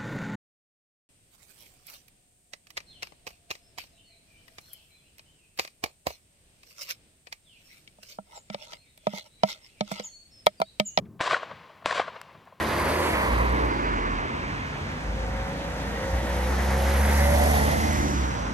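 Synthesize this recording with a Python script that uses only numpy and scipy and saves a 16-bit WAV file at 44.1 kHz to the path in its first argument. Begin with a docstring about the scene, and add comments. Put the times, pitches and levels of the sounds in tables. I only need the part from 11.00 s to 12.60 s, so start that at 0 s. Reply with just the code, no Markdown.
"""Two gunshots over an open marsh, 0.65 s apart, heard from a close microphone pair in a bank of bushes.
Each sharp report and its bounce off the ground is followed by a swelling rush scattered by the brush,
short pitched knocks, slaps from thickets and a long roll from the far plain.
A twig ticks nearby, something peeps faintly far off, and light wind rumbles on the microphone."""
import sys
import numpy as np
from scipy import signal
from scipy.fft import rfft, irfft
from scipy.io import wavfile

SR = 44100
rng = np.random.default_rng(int(sys.argv[2]) if len(sys.argv) > 2 else 0)


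def store_wav(level_fs):
    """Save 16-bit WAV to argv[1]."""
    pcm = np.round(np.clip(np.atleast_2d(level_fs), -1, 1) * 32767)
    wavfile.write(sys.argv[1], SR, pcm.T.astype(np.int16))


N = 70560
T = np.arange(N) / SR
FFT_SIZE = 81920
HZ = np.maximum(np.arange(FFT_SIZE // 2 + 1) * SR / FFT_SIZE, 1)


# The shots as they reach the bushes; levels are relative trims:
# start_s, report_db, thump_db, echoes_db, bounce_lag_s, bounce_db, left_minus_right_db
SHOTS = [(0.2098, -5.5, -31, 0, 0.00233, -2.5, 1), (.8594, -1, -38.5, -1.5, 0.00245, -7.5, 1.13)]
def gunshots(thicket_echoes, report_gain_db=5):
    """Each shot brings a report, a low push of air and the answer of the marsh."""
    out = 0
    for at, report_db, thump_db, echoes_db, lag, bounce_db, pan_db in SHOTS:
        direct = undb(report_gain_db + report_db) * report(at, lag, bounce_db) + undb(thump_db) * thump(at)
        slaps = np.pad(thicket_echoes, ((0, 0), (int(at * SR), 0)))[:, :N]
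        echoes = lead_in(at) + brush_scatter(at) + far_roll(at) + slaps
        pan = undb(np.array([[pan_db], [-pan_db]]) / 2)
        out = out + (direct + undb(echoes_db) * echoes) * pan
    return out


# Colour of the blast from across the marsh: frequency_hz, level_db
REPORT_COLOUR = [(25, -30), (100, -39.5), (300, -3), (600, 1.5), (1050, 4), (1500, -6), (2600, -4),
                 (4100, -11), (5200, -21.5), (8500, -28), (12000, -42), (16000, -48)]
def report(at, lag, bounce_db, ground_hz=2400, smear_hz=900, smear_q=0.89):
    """The direct blast and its duller bounce off the ground; the way through the grass smears both."""
    tone = spectrum(REPORT_COLOUR)
    bounce = undb(bounce_db) * colour(pulse(at + lag), tone * lowpass(ground_hz))
    blast = bounce - colour(pulse(at), tone)
    return blast - 2 * signal.lfilter(*signal.iirpeak(smear_hz, smear_q, fs=SR), blast)  # all-pass


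def thump(at, width_s=0.0012, early_s=0.0025):
    """The low push of air with a report: one slow swing of pressure, down and then up."""
    swing = (T - at + early_s) / width_s
    return swing * np.exp((1 - swing ** 2) / 2)


def lead_in(at, length_s=0.016, start_db=-47.5, rise_db=15.5, top_hz=4000):
    """A faint dull rush grows for a moment before the report."""
    age = T - at + length_s
    swell = undb(start_db + rise_db * np.clip(age / length_s, 0, 1)) * (age > 0) * (T < at)
    return swell * colour(diffuse(), spectrum(BRUSH_COLOUR) * lowpass(top_hz) ** 2)


# Swell of the scatter from the brush around the microphone: after_shot_s, level_db
BRUSH_SWELL = [(-.004, -15), (.002, 2), (.025, -0.5), (.062, 3), (.078, -2), (.092, 5), (.124, 6.5),
               (.142, 4), (.165, -2), (.195, -10), (.225, -5), (.25, -21), (.31, -8), (.36, -48), (.8, -54)]
# Colour of that scatter: frequency_hz, level_db
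BRUSH_COLOUR = [(60, -38), (120, -16.5), (260, -21), (420, -14), (600, 0), (730, -3), (860, -19), (1000, 1),
                (1140, 2.5), (1320, -7.5), (1530, -1), (2040, -8), (3400, -9.5), (4300, -11.5), (5500, -18),
                (8100, -21.5), (11000, -38), (16000, -75)]
def brush_scatter(at, gain_db=-31, air_db_per_khz_s=9, grain_db=1, grains_per_s=450):
    """Countless reflections from reeds and bushes; the later they come, the more treble the air takes."""
    age = T - at
    grain = undb(grain_db * np.interp(T, np.arange(2000) / grains_per_s, rng.standard_normal(2000)))
    rush = colour(diffuse() * grain / np.sqrt(np.mean(grain ** 2)), spectrum(BRUSH_COLOUR))
    bins = rfft(rush, FFT_SIZE)
    centres_hz = 500 * 2 ** (np.arange(11) / 2)  # half-octave bands
    out = 0
    for hz, weights in zip(centres_hz, np.eye(len(centres_hz))):
        band = irfft(bins * np.interp(HZ, centres_hz, weights))[:, :N]
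        out = out + band * undb(-air_db_per_khz_s * hz / 1000 * np.maximum(age, 0))
    return out * envelope(BRUSH_SWELL, age) * (age > BRUSH_SWELL[0][0]) * undb(gain_db)


# Ringing arrivals at the microphone, each belonging to one shot only:
# start_s, level_db, spacing_s, length_s, centre_hz, width_hz
FLUTTERS = [(0.2048, -7, .00105, 0.0021, 770, 1430), (.3101, 0.5, .00085, 0.0043, 1210, 1300),
            (0.3321, -2.5, 0.002126, 0.0053, 560, 900), (0.343, 3.5, .00068, 0.0056, 1490, 700),
            (0.859, -28, 0.00042, 0.00082, 600, 1220), (0.91, -5.5, 0.000553, 0.0032, 1510, 1200),
            (0.9968, 4, 0.0021, 0.0061, 620, 900)]
def flutters(gain_db=1.5, low_hz=300, top_hz=3650, jitter=0.12):
    """A few nearly evenly spaced wavefronts make a short pitched knock."""
    out = 0
    for at, db, spacing, length, hz, width in FLUTTERS:
        lags = np.arange(0, length, spacing)
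        slips = jitter * spacing * rng.standard_normal(size=32)
        heights = np.sqrt(1 - (lags / length) ** 2)
        fronts = sum(height * pulse(at + lag + slip) for height, lag, slip in zip(heights, lags, slips))
        knock = colour(fronts, resonance(hz, width) * lowpass(top_hz) * highpass(low_hz))
        out = out - undb(db + gain_db) * knock / np.sqrt(np.sum(knock ** 2))
    return out


# Slaps from thickets, nearest first: after_shot_s, level_db, spread_s, bass_cut_hz, treble_cut_hz
THICKETS = [(0.051, -11, .0015, 600, 4000), (.0675, -3.5, 0.0022, 405, 2980),
            (0.1212, -7.5, 0.00074, 400, 4070), (0.1567, -8.5, 0.0057, 445, 2000),
            (0.2213, -9, 0.0043, 400, 1500), (0.3038, -17, 0.003, 900, 1220),
            (0.314, -35, 0.0026, 900, 1500), (.436, -25.5, 0.011, 450, 1500), (0.493, -26, .007, 704, 1100),
            (0.614, -25, 0.0067, 1000, 900), (.666, -24.5, 0.0037, 450, 900)]
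# Colour the slaps share: frequency_hz, level_db
SLAP_COLOUR = [(100, -43), (330, -21), (520, 1.5), (680, -3), (840, -8.5), (1060, 4), (1350, -9),
               (2500, -11.5), (4200, -15), (8000, -32), (16000, -68)]
def thicket_slaps(gain_db=4.5, rise_share=0.71):
    """Each thicket returns a smeared, dull copy of a shot at time zero; small ones return less bass."""
    out = 0
    for delay, db, spread, low_hz, top_hz in THICKETS:
        tone = spectrum(SLAP_COLOUR) * lowpass(top_hz) * highpass(low_hz)
        out = out + undb(db + gain_db) * burst(delay, rise_share * spread, spread, tone)
    return out


# Colour of the roll from far out on the plain: frequency_hz, level_db
ROLL_COLOUR = [(60, -27.5), (150, -10.5), (320, -10), (520, -2), (800, -3.5), (1030, 4), (1350, -4.5),
               (2000, -5.5), (3000, -9.5), (4200, -16), (6000, -25.5), (9000, -40), (16000, -73)]
def far_roll(at, gain_db=-38.5, rise_s=0.22, fade_db_per_s=31.5):
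    """The far plain answers with a long even fade."""
    age = np.maximum(T - at, 0)
    level = np.minimum(age / rise_s, 1) * undb(gain_db - fade_db_per_s * age)
    return colour(diffuse(), spectrum(ROLL_COLOUR)) * level


# A twig close to the microphone: peak_s, level_db, decay_s
TWIG_TICKS = [(1.2148, -15, 0.0013), (1.455, -41, 0.0015)]
# Colour of its tick: frequency_hz, level_db
TWIG_COLOUR = [(200, -35), (1080, 5), (2200, -1.5), (4500, -10), (5450, -5), (6300, -14.5), (8100, -8),
               (10200, -19.5), (16000, -19)]
def twig():
    """Dry ticks, each a tiny burst of bright noise."""
    return sum(undb(db) * burst(at, decay / 10, decay, spectrum(TWIG_COLOUR))
               for at, db, decay in TWIG_TICKS)


# A distant peep before the first shot: time_s, pitch_hz, level_db
PEEP_CONTOUR = [(.046, 1700, -81), (0.053, 2030, -71), (.057, 2320, -60), (.062, 1780, -67),
                (0.068, 1510, -63), (.074, 1400, -85)]
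def peep(roughness_rad=0.99, roughness_hz=360, upper_ratio=1.6, upper_db=-8):
    """A faint hoarse peep of two arching tones, perhaps a small bird."""
    times, hz, db = np.array(PEEP_CONTOUR).T
    phase = 2 * np.pi * np.cumsum(np.interp(T, times, hz)) / SR
    phase += roughness_rad * colour(rng.standard_normal(N), lowpass(roughness_hz))
    tones = np.sin(phase) + undb(upper_db) * np.sin(upper_ratio * phase)
    return tones * np.interp(T, times, undb(db), 0, 0)


# Gusts right on the microphone: time_s, level_db
GUSTS = [(0, -41), (.15, -52), (.185, -55.5), (.43, -67), (.52, -49.5), (.62, -61.5), (.8, -65.5),
         (.9, -53.5), (1.19, -64.5), (1.32, -61), (1.38, -55.5), (1.43, -62), (1.5, -64), (1.6, -64.5)]
# Colour of their rumble: frequency_hz, level_db
WIND_COLOUR = [(20, -32), (45, -17.5), (80, 0), (130, 0), (190, 0), (280, -7), (400, -9.5), (550, -24.5),
               (1500, -46), (4000, -66), (16000, -95)]
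# Still air over the plain: frequency_hz, level_db
HUSH_COLOUR = [(30, -8.5), (300, -5.5), (600, 2.5), (900, 0.5), (1120, 3.5), (1350, -7.5), (2000, -13),
               (3500, -18.5), (8000, -20), (16000, -21)]
def wind(hush_db=-66):
    """Soft gusts rumble over a faint steady hush."""
    rumble = colour(diffuse(), spectrum(WIND_COLOUR)) * envelope(GUSTS, T)
    return rumble + undb(hush_db) * colour(diffuse(), spectrum(HUSH_COLOUR))


def undb(db):
    """Decibels to gain."""
    return 10 ** (np.asarray(db) / 20)


def envelope(rows, t):
    """Gain over time from (time_s, level_db) points."""
    return undb(np.interp(t, *np.array(rows).T))


def spectrum(rows):
    """Gain at every frequency from (frequency_hz, level_db) points."""
    hz, db = np.array(rows, float).T
    return undb(np.interp(np.log(HZ), np.log(hz), db))


def lowpass(hz):
    """Gain of a two-pole treble cut."""
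    return 1 / np.sqrt(1 + (HZ / hz) ** 4)


def highpass(hz):
    """Gain of a two-pole bass cut."""
    return lowpass(hz) * (HZ / hz) ** 2


def resonance(hz, width_hz):
    """Gain of a resonance applied twice."""
    return 1 / (1 + ((HZ / hz - hz / HZ) * hz / width_hz) ** 2)


def colour(x, gain):
    """Causal filter with this gain, scaled to keep the power of white noise."""
    gain = gain / np.sqrt(np.mean(gain ** 2))
    cepstrum = irfft(np.log(gain + 1e-5))
    cepstrum[1:FFT_SIZE // 2] *= 2  # fold to minimum phase
    cepstrum[FFT_SIZE // 2 + 1:] = 0
    return irfft(rfft(x, FFT_SIZE) * np.exp(rfft(cepstrum)))[..., :N]


def pulse(at):
    """One wavefront."""
    return 1. * (np.arange(N) == int(at * SR))


def diffuse(side_db=-18.5):
    """Noise from all around, nearly alike at the two close capsules."""
    mid, side = rng.standard_normal((2, N))
    return mid + undb(side_db) * side * np.array([[1], [-1]])


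def burst(at, rise_s, decay_s, gain):
    """A coloured cluster of arrivals that swells and dies away; mean energy 1 per channel."""
    swell = np.exp(-np.maximum((at - T) / rise_s, (T - at) / decay_s))
    cluster = colour(diffuse() * swell, gain)
    return cluster / np.sqrt(np.sum(cluster ** 2) / 2)


def scene():
    """Both shots with their echoes, in the light wind."""
    return wind() + twig() + peep() + flutters() + gunshots(thicket_slaps())


# Balance of the microphone pair: frequency_hz, left_minus_right_db
CAPSULE_BALANCE = [(60, -1.5), (170, 3.8), (290, 1.6), (400, -3.5), (520, -1.5), (720, 3), (1050, 1.5),
                   (2300, 3.5), (3700, -1.5), (5400, 0), (7100, -5.5), (9500, -0.5), (15000, 0)]
# Phase of the left capsule against the right: frequency_hz, lead_rad
CAPSULE_PHASE = [(4700, 0.089), (6400, -0.84), (7600, 0.3)]
def record(dry, top_hz=17500):
    """The two capsules differ a little in colour and phase; the top is cut."""
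    lead_rad = np.interp(HZ, *np.array(CAPSULE_PHASE).T)
    left = np.sqrt(spectrum(CAPSULE_BALANCE)) * np.exp(.5j * lead_rad)
    heard = irfft(rfft(dry, FFT_SIZE) * np.array([left, 1 / left]))[:, :N]
    return signal.sosfilt(signal.ellip(8, .2, 70, top_hz, fs=SR, output="sos"), heard)


dry = scene()
out = record(dry)
store_wav(out)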